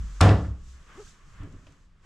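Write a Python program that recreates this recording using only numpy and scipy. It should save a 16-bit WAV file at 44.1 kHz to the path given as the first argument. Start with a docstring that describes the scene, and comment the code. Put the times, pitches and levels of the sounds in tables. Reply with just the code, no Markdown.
"""A thud in a small bathroom

Interior, hard walls, hand-held stereo microphone. A panel, probably a door, bangs home, booms in its
modes and rattles once while the room rings. Clothes rustle; after the blow something rubbery squeaks,
a soft step lands and a small tick comes from across the room. The microphone rumbles faintly in the hand."""
import sys
import numpy as np
from scipy import signal
from scipy.fft import rfft, irfft, next_fast_len
from scipy.io import wavfile

SR = 44100
rng = np.random.default_rng(int(sys.argv[2]) if len(sys.argv) > 2 else 0)


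def output_pcm(signal):
    """Save a mono or channel-first signal as 16-bit PCM at the path in sys.argv[1].

    Samples are clipped to [-1, 1] before scaling.
    """
    pcm = np.clip(np.atleast_2d(signal).T, -1, 1) * 32767
    wavfile.write(sys.argv[1], SR, np.round(pcm).astype(np.int16))


N = 90404
T = np.arange(N) / SR
THUD_S, HOLD_S, ROOM_T60_S = 0.2098, 0.11, 0.32   # the thud fades slowly during the hold, then dies

# stereo image at width 1: (frequency [Hz], side over mid [dB])
STEREO_SPREAD = [(30, -16), (200, -17.5), (450, -64), (880, -54), (1050, -13.5), (2500, -7.5), (7000, -10),
                 (12000, -6)]
# handling rumble on the microphone: (time [s], level [dB])
HANDLING_LEVEL = [(0, -33), (.2, -55), (.5, -40.5), (.7, -51), (.98, -55), (1.06, -48.5), (1.18, -61),
                  (1.27, -49), (1.45, -44.5), (1.56, -46), (1.72, -57.5), (1.9, -56.5), (2.05, -56.5)]
# its spectrum: (frequency [Hz], relative density [dB])
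HANDLING_SPECTRUM = [(12, -10.5), (26, -0.5), (40, -5.5), (60, -17), (80, -12.5), (160, -19.5),
                     (300, -37.5), (700, -71), (3000, -82)]
# room tone: (frequency [Hz], relative density [dB])
AIR_SPECTRUM = [(20, 0.5), (60, -13.5), (160, -13), (300, -16.5), (700, -27.5), (4000, -33), (8000, -40),
                (14000, -65.5)]
# cloth rubbing: (time [s], level [dB])
RUB_LEVEL = [(.19, -58.5), (.6, -67), (.72, -66), (.77, -60.5), (.86, -62.5), (.9, -54), (.99, -54.5),
             (1.05, -62.5), (1.3, -63), (1.425, -53), (1.49, -62.5), (1.62, -65), (1.75, -66), (1.9, -75),
             (2.02, -72), (2.05, -61)]
# its dull spectrum: (frequency [Hz], relative density [dB])
RUB_SPECTRUM = [(350, -3), (720, -9), (950, -4.5), (1100, 2.5), (1300, 0), (1650, -1.5), (2300, -8),
                (3200, -11), (5000, -32), (9000, -37.5)]
# cloth sliding: (time [s], level [dB])
SLIDE_LEVEL = [(0, -61.5), (.17, -59), (.45, -62), (.54, -73), (.62, -68), (.7, -60.5), (.8, -67.5),
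               (.93, -65.5), (1.0, -59), (1.09, -56), (1.16, -67.5), (1.23, -71), (1.3, -66.5), (1.45, -70),
               (1.7, -71), (1.85, -76), (1.94, -100), (2.05, -70)]
# its bright spectrum: (frequency [Hz], relative density [dB])
SLIDE_SPECTRUM = [(1500, -11), (3000, -2.5), (4800, -2), (6400, 2), (7800, 0), (9000, -13), (11000, -16),
                  (14000, -31.5)]
# tiny snaps in the cloth: (time [s], level [dB])
CLOTH_SNAPS = [(1.433, -64.5), (1.524, -63.5), (1.722, -67)]
# deep throb before and after the blow: (time [s], pitch [Hz], level [dB])
THROB_CURVE = [(0, 53.6, -26), (.06, 56, -31), (.11, 45.4, -35.5), (.19, 46.8, -34), (.26, 55.84, -23.5),
               (.42, 67.06, -29.5), (.52, 63.7, -26.5), (.63, 64.4, -48.5), (.69, 62.6, -42),
               (.79, 62.6, -45.5), (.85, 59, -68)]
# hard contacts of the blow and its rattle: (time [s], level [dB], centre [Hz], decay [s])
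PANEL_CONTACTS = [(0.2067, -18.5, 1200, 0.024), (0.206, -33.5, 4500, 0.0022), (0.2098, -19, 7400, 0.00081),
                  (0.2114, -19, 5840, 0.0033), (0.214, -18.5, 3080, 0.0018), (0.2127, -22, 625, 0.027),
                  (0.289, -36, 4810, 0.0054), (0.2916, -26, 3100, 0.003), (0.306, -29, 1240, 0.011),
                  (0.4452, -48.5, 1500, 0.027)]
# ringing of panel and tub: (frequency [Hz], level [dB], t60 [s])
PANEL_TUB_MODES = [(62.4, -31, 0.8), (76.75, -19, 0.55), (114, -23.5, 0.45), (142.6, -22.5, .3),
                   (154.1, -26.5, 0.49), (159.1, -23.5, 0.38), (187.6, -25, .6), (215.7, -34, 0.4),
                   (300.1, -24.5, .44), (744, -24, 0.14)]
# the room's own resonances, which share one decay: (frequency [Hz], level [dB])
BATHROOM_MODES = [(254.1, -33.5), (276.8, -32.5), (390.5, -30.5), (428.7, -29), (466.5, -31), (526.8, -30),
                  (567.6, -30), (630, -32), (667.3, -34.5), (689, -28.5), (728, -28.5), (830, -32.5),
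                  (1083, -35), (1136, -38), (1217, -40), (1358, -37), (1733, -39.5), (1948, -39.5)]
# reverberation: (frequency [Hz], half-octave level [dB], fall during the hold [dB/s], t60 after it [s])
REVERB_BANDS = [(140, -31.5, 12, 0.37), (300, -32, 7.5, 0.48), (650, -33.5, 30.5, 0.42),
                (1197, -28, 65.5, 0.42), (2017, -31.5, 99.5, 0.27), (4460, -36.5, 127.5, 0.47),
                (6800, -40.5, 136, 0.16), (9400, -68.5, 147.5, 0.319), (13500, -69, 163, 0.21)]
# the panel bends at the blow and as it settles back: (time [s], level [dB], swell [s], hold [s], t60 [s])
PANEL_FLEXES = [(0.211, -9, 0.0048, 0.11, 0.26), (0.457, -27, 0.013, .045, 0.15)]
# course of the squeak: (time [s], pitch [Hz], level [dB])
SQUEAK_CURVE = [(.955, 190, -47.5), (.97, 291, -54.5), (.982, 359, -42), (1.002, 435, -38),
                (1.015, 417, -43.5), (1.03, 395, -48), (1.045, 370, -85)]
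# its harmonics: (multiple of the pitch, relative level [dB])
SQUEAK_HARMONICS = [(1, -0.5), (2, -19), (3, -16)]
# soft pushes of the foot: (time [s], level [dB])
FOOT_PUSHES = [(1.401, -31), (1.429, -29), (1.536, -36.5), (1.68, -43.5)]
# the floor under them: (frequency [Hz], relative level [dB], t60 [s])
FLOOR_RINGS = [(94.5, 2, 0.118), (131.5, -17, 0.27), (155, -21.5, 0.82), (282.3, -13, 0.2)]
# the sole scuffing as it lands: (frequency [Hz], relative density [dB])
SCUFF_SPECTRUM = [(60, -14.5), (140, 4), (290, 0), (700, -15), (1200, -35), (4000, -70)]
# the dull tick: (frequency [Hz], relative density [dB])
TICK_SPECTRUM = [(600, 4), (1500, -2), (3000, -1), (4500, -10), (7500, -14), (11000, -32)]


def from_db(db):
    """Decibels to gain."""
    return 10 ** (np.asarray(db) / 20)


def rms_one(x):
    """Scale to unit rms."""
    return x / np.sqrt(np.mean(x ** 2) + 1e-20)


def in_time(rows, column=1):
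    """One column of a curve, at every sample."""
    rows = np.array(rows)
    return np.interp(T, rows[:, 0], rows[:, column])


def at_hz(rows, hz):
    """A table's value columns, read on a log-frequency axis."""
    f, *columns = np.transpose(rows)
    return [np.interp(np.log(np.maximum(hz, 1)), np.log(f), c) for c in columns]


def since(s):
    """Seconds since a moment, zero before it."""
    return np.maximum(T - s, 0)


def noise(spectrum=None, width=1):
    """Stereo noise of rms 1, alike in both channels in the bass and wider in the treble."""
    size = next_fast_len(N)
    hz = np.arange(size // 2 + 1) * SR / size
    mid, side = rfft(rng.standard_normal((2, size)))
    both = mid + width * from_db(at_hz(STEREO_SPREAD, hz)[0]) * side * np.array([[1], [-1]])
    gain = 1 if spectrum is None else from_db(at_hz(spectrum, hz)[0])
    return rms_one(irfft(both * gain, size)[:, :N])


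def band(x, low, high):
    """Band-pass, edges in Hz."""
    return signal.sosfilt(signal.butter(2, [low, high], "band", fs=SR, output="sos"), x)


def free_decay(age, t60):
    """A fall of 60 dB every t60 seconds."""
    return np.exp(-np.log(1000) * age / t60)


def held_decay(age, fall_db_per_s, t60, hold=HOLD_S):
    """A slow fall during the hold, then a free decay."""
    return from_db(-fall_db_per_s * np.minimum(age, hold)) * free_decay(np.maximum(age - hold, 0), t60)


def handling():
    """The hand rumbles on the microphone as it turns."""
    return from_db(in_time(HANDLING_LEVEL)) * noise(HANDLING_SPECTRUM)


def room_tone(db=-66):
    """The quiet, steady air of the bathroom."""
    return from_db(db) * noise(AIR_SPECTRUM)


def rustle(width=1.55, snap_decay_s=0.0031):
    """Clothes, wide in the image, rub dully, slide brightly and snap now and then."""
    rubbing = from_db(in_time(RUB_LEVEL)) * noise(RUB_SPECTRUM, width)
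    snaps = sum(from_db(db) * (T >= s) * np.exp(-since(s) / snap_decay_s) for s, db in CLOTH_SNAPS)
    sliding = (from_db(in_time(SLIDE_LEVEL)) + snaps) * noise(SLIDE_SPECTRUM, width)
    return rubbing + sliding


def throb():
    """A deep, nearly pure throb, probably the air of the closed room pushed by the panel."""
    phase = 2 * np.pi * np.cumsum(in_time(THROB_CURVE)) / SR
    return from_db(in_time(THROB_CURVE, column=2)) * np.sin(phase)


def contacts(top_ratio=1.26, room_db=-9):
    """The panel strikes and rattles: each contact cracks in one broad resonance, then the room answers."""
    white, out = noise(), 0
    for s, db, hz, decay in PANEL_CONTACTS:
        envelope = (T >= s) * np.exp(-since(s) / decay) + 1e-18
        crack = signal.lfilter(*signal.iirpeak(hz, Q=0.74, fs=SR), white * envelope)
        crack = signal.sosfilt(signal.butter(4, top_ratio * hz, fs=SR, output="sos"), crack)
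        out = out + from_db(db) * rms_one(crack) * np.sqrt(np.mean(envelope ** 2))
    return out + from_db(room_db) * room(out.mean(0))


def room(x):
    """The bathroom's diffuse answer to a mono sound."""
    response = rms_one(noise() * free_decay(T, ROOM_T60_S)) / np.sqrt(N)
    return signal.fftconvolve(x[None], response, axes=1)[:, :N]


def boom(swell_s=0.0024, hold_share=0.21):
    """The blow sets panel, tub and room ringing; during the hold they fade at a share of their free rate."""
    age, rings = since(THUD_S), 0
    room_modes = [(hz, db, ROOM_T60_S) for hz, db in BATHROOM_MODES]
    for hz, db, t60 in list(PANEL_TUB_MODES) + room_modes:
        envelope = from_db(db) * held_decay(age, hold_share * 60 / t60, t60)
        rings = rings + envelope * np.sin(2 * np.pi * hz * age)
    return -rings * (1 - np.exp(-age / swell_s))


def reverberation(swell_s=0.0013):
    """Countless reflections of the blow reach the microphone off hard walls, the treble dying faster."""
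    age, white, out = since(THUD_S), [noise(), noise()], 0
    edges_hz = 120 * 2 ** (np.arange(15) / 2)
    for k, (low, high) in enumerate(zip(edges_hz, edges_hz[1:])):
        db, fall, t60 = at_hz(REVERB_BANDS, np.sqrt(low * high))
        out = out + from_db(db) * rms_one(band(white[k % 2], low, high)) * held_decay(age, fall, t60)
    return out * (1 - np.exp(-age / swell_s))


def flex(hz=101.7, sag_hz=14.8, settle_s=0.03, fall_db_per_s=30.5):
    """The panel's main mode starts flat, rises in pitch as it stiffens against the frame, holds and dies."""
    out = 0
    for s, db, swell, hold, t60 in PANEL_FLEXES:
        age = since(s)
        cycles = hz * age - sag_hz * settle_s * (1 - np.exp(-age / settle_s))
        envelope = (1 - np.exp(-age / swell)) * held_decay(age, fall_db_per_s, t60, hold)
        out = out - from_db(db) * envelope * np.sin(2 * np.pi * cycles)
    return out


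def squeak(jitter=0.043):
    """A short rubbery slip whose rough pitch rises and then eases."""
    wobble = rms_one(band(rng.standard_normal(N), 40, 177))
    hz = in_time(SQUEAK_CURVE) * (1 + jitter * wobble)
    phase = 2 * np.pi * np.cumsum(hz) / SR
    slipping = (T > SQUEAK_CURVE[0][0]) * (T < SQUEAK_CURVE[-1][0])
    envelope = from_db(in_time(SQUEAK_CURVE, column=2)) * slipping
    return envelope * sum(from_db(db) * np.sin(k * phase) for k, db in SQUEAK_HARMONICS)


def peep(at_s=1.072, hz=1583, db=-55.5, width_s=0.0057):
    """A second slip, tiny, faint and high."""
    return from_db(db) * np.exp(-((T - at_s) / width_s) ** 2) * np.sin(2 * np.pi * hz * T)


def footstep(push_s=0.0045, scuff_db=-18.5, scuff_rise_s=0.013, scuff_decay_s=0.064):
    """Weight settles on the floor in a few dull pushes, each with a soft scuff."""
    thumps, scuff = 0, 0
    for s, db in FOOT_PUSHES:
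        age = since(s)
        rings = sum(from_db(mode_db) * np.sin(2 * np.pi * hz * age) * free_decay(age, t60)
                    for hz, mode_db, t60 in FLOOR_RINGS)
        thumps = thumps + from_db(db) * rings * (1 - np.exp(-age / push_s))
        scuff_shape = (1 - np.exp(-age / scuff_rise_s)) * np.exp(-age / scuff_decay_s)
        scuff = scuff + from_db(db + scuff_db) * scuff_shape
    return thumps + scuff * noise(SCUFF_SPECTRUM)


def tick(at_s=1.668, db=-56.5, decay_s=0.0072, tail_db=-5.5):
    """A small unpitched tick from across the room, with a short tail off the walls."""
    age = since(at_s)
    envelope = np.exp(-age / decay_s) + from_db(tail_db) * free_decay(age, ROOM_T60_S)
    return from_db(db) * (T >= at_s) * envelope * noise(TICK_SPECTRUM)


def scene():
    """The thud and the small movements around it, as they reach the microphone."""
    thud = flex() + boom() + reverberation() + contacts() + throb()
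    movements = footstep() + tick() + squeak() + peep() + rustle()
    return thud + movements + handling() + room_tone()


def record(dry, stop_hz=14600):
    """The top of the treble is cut steeply."""
    return signal.sosfilt(signal.cheby2(14, 70, stop_hz, fs=SR, output="sos"), dry)


dry = scene()
out = record(dry)
output_pcm(out)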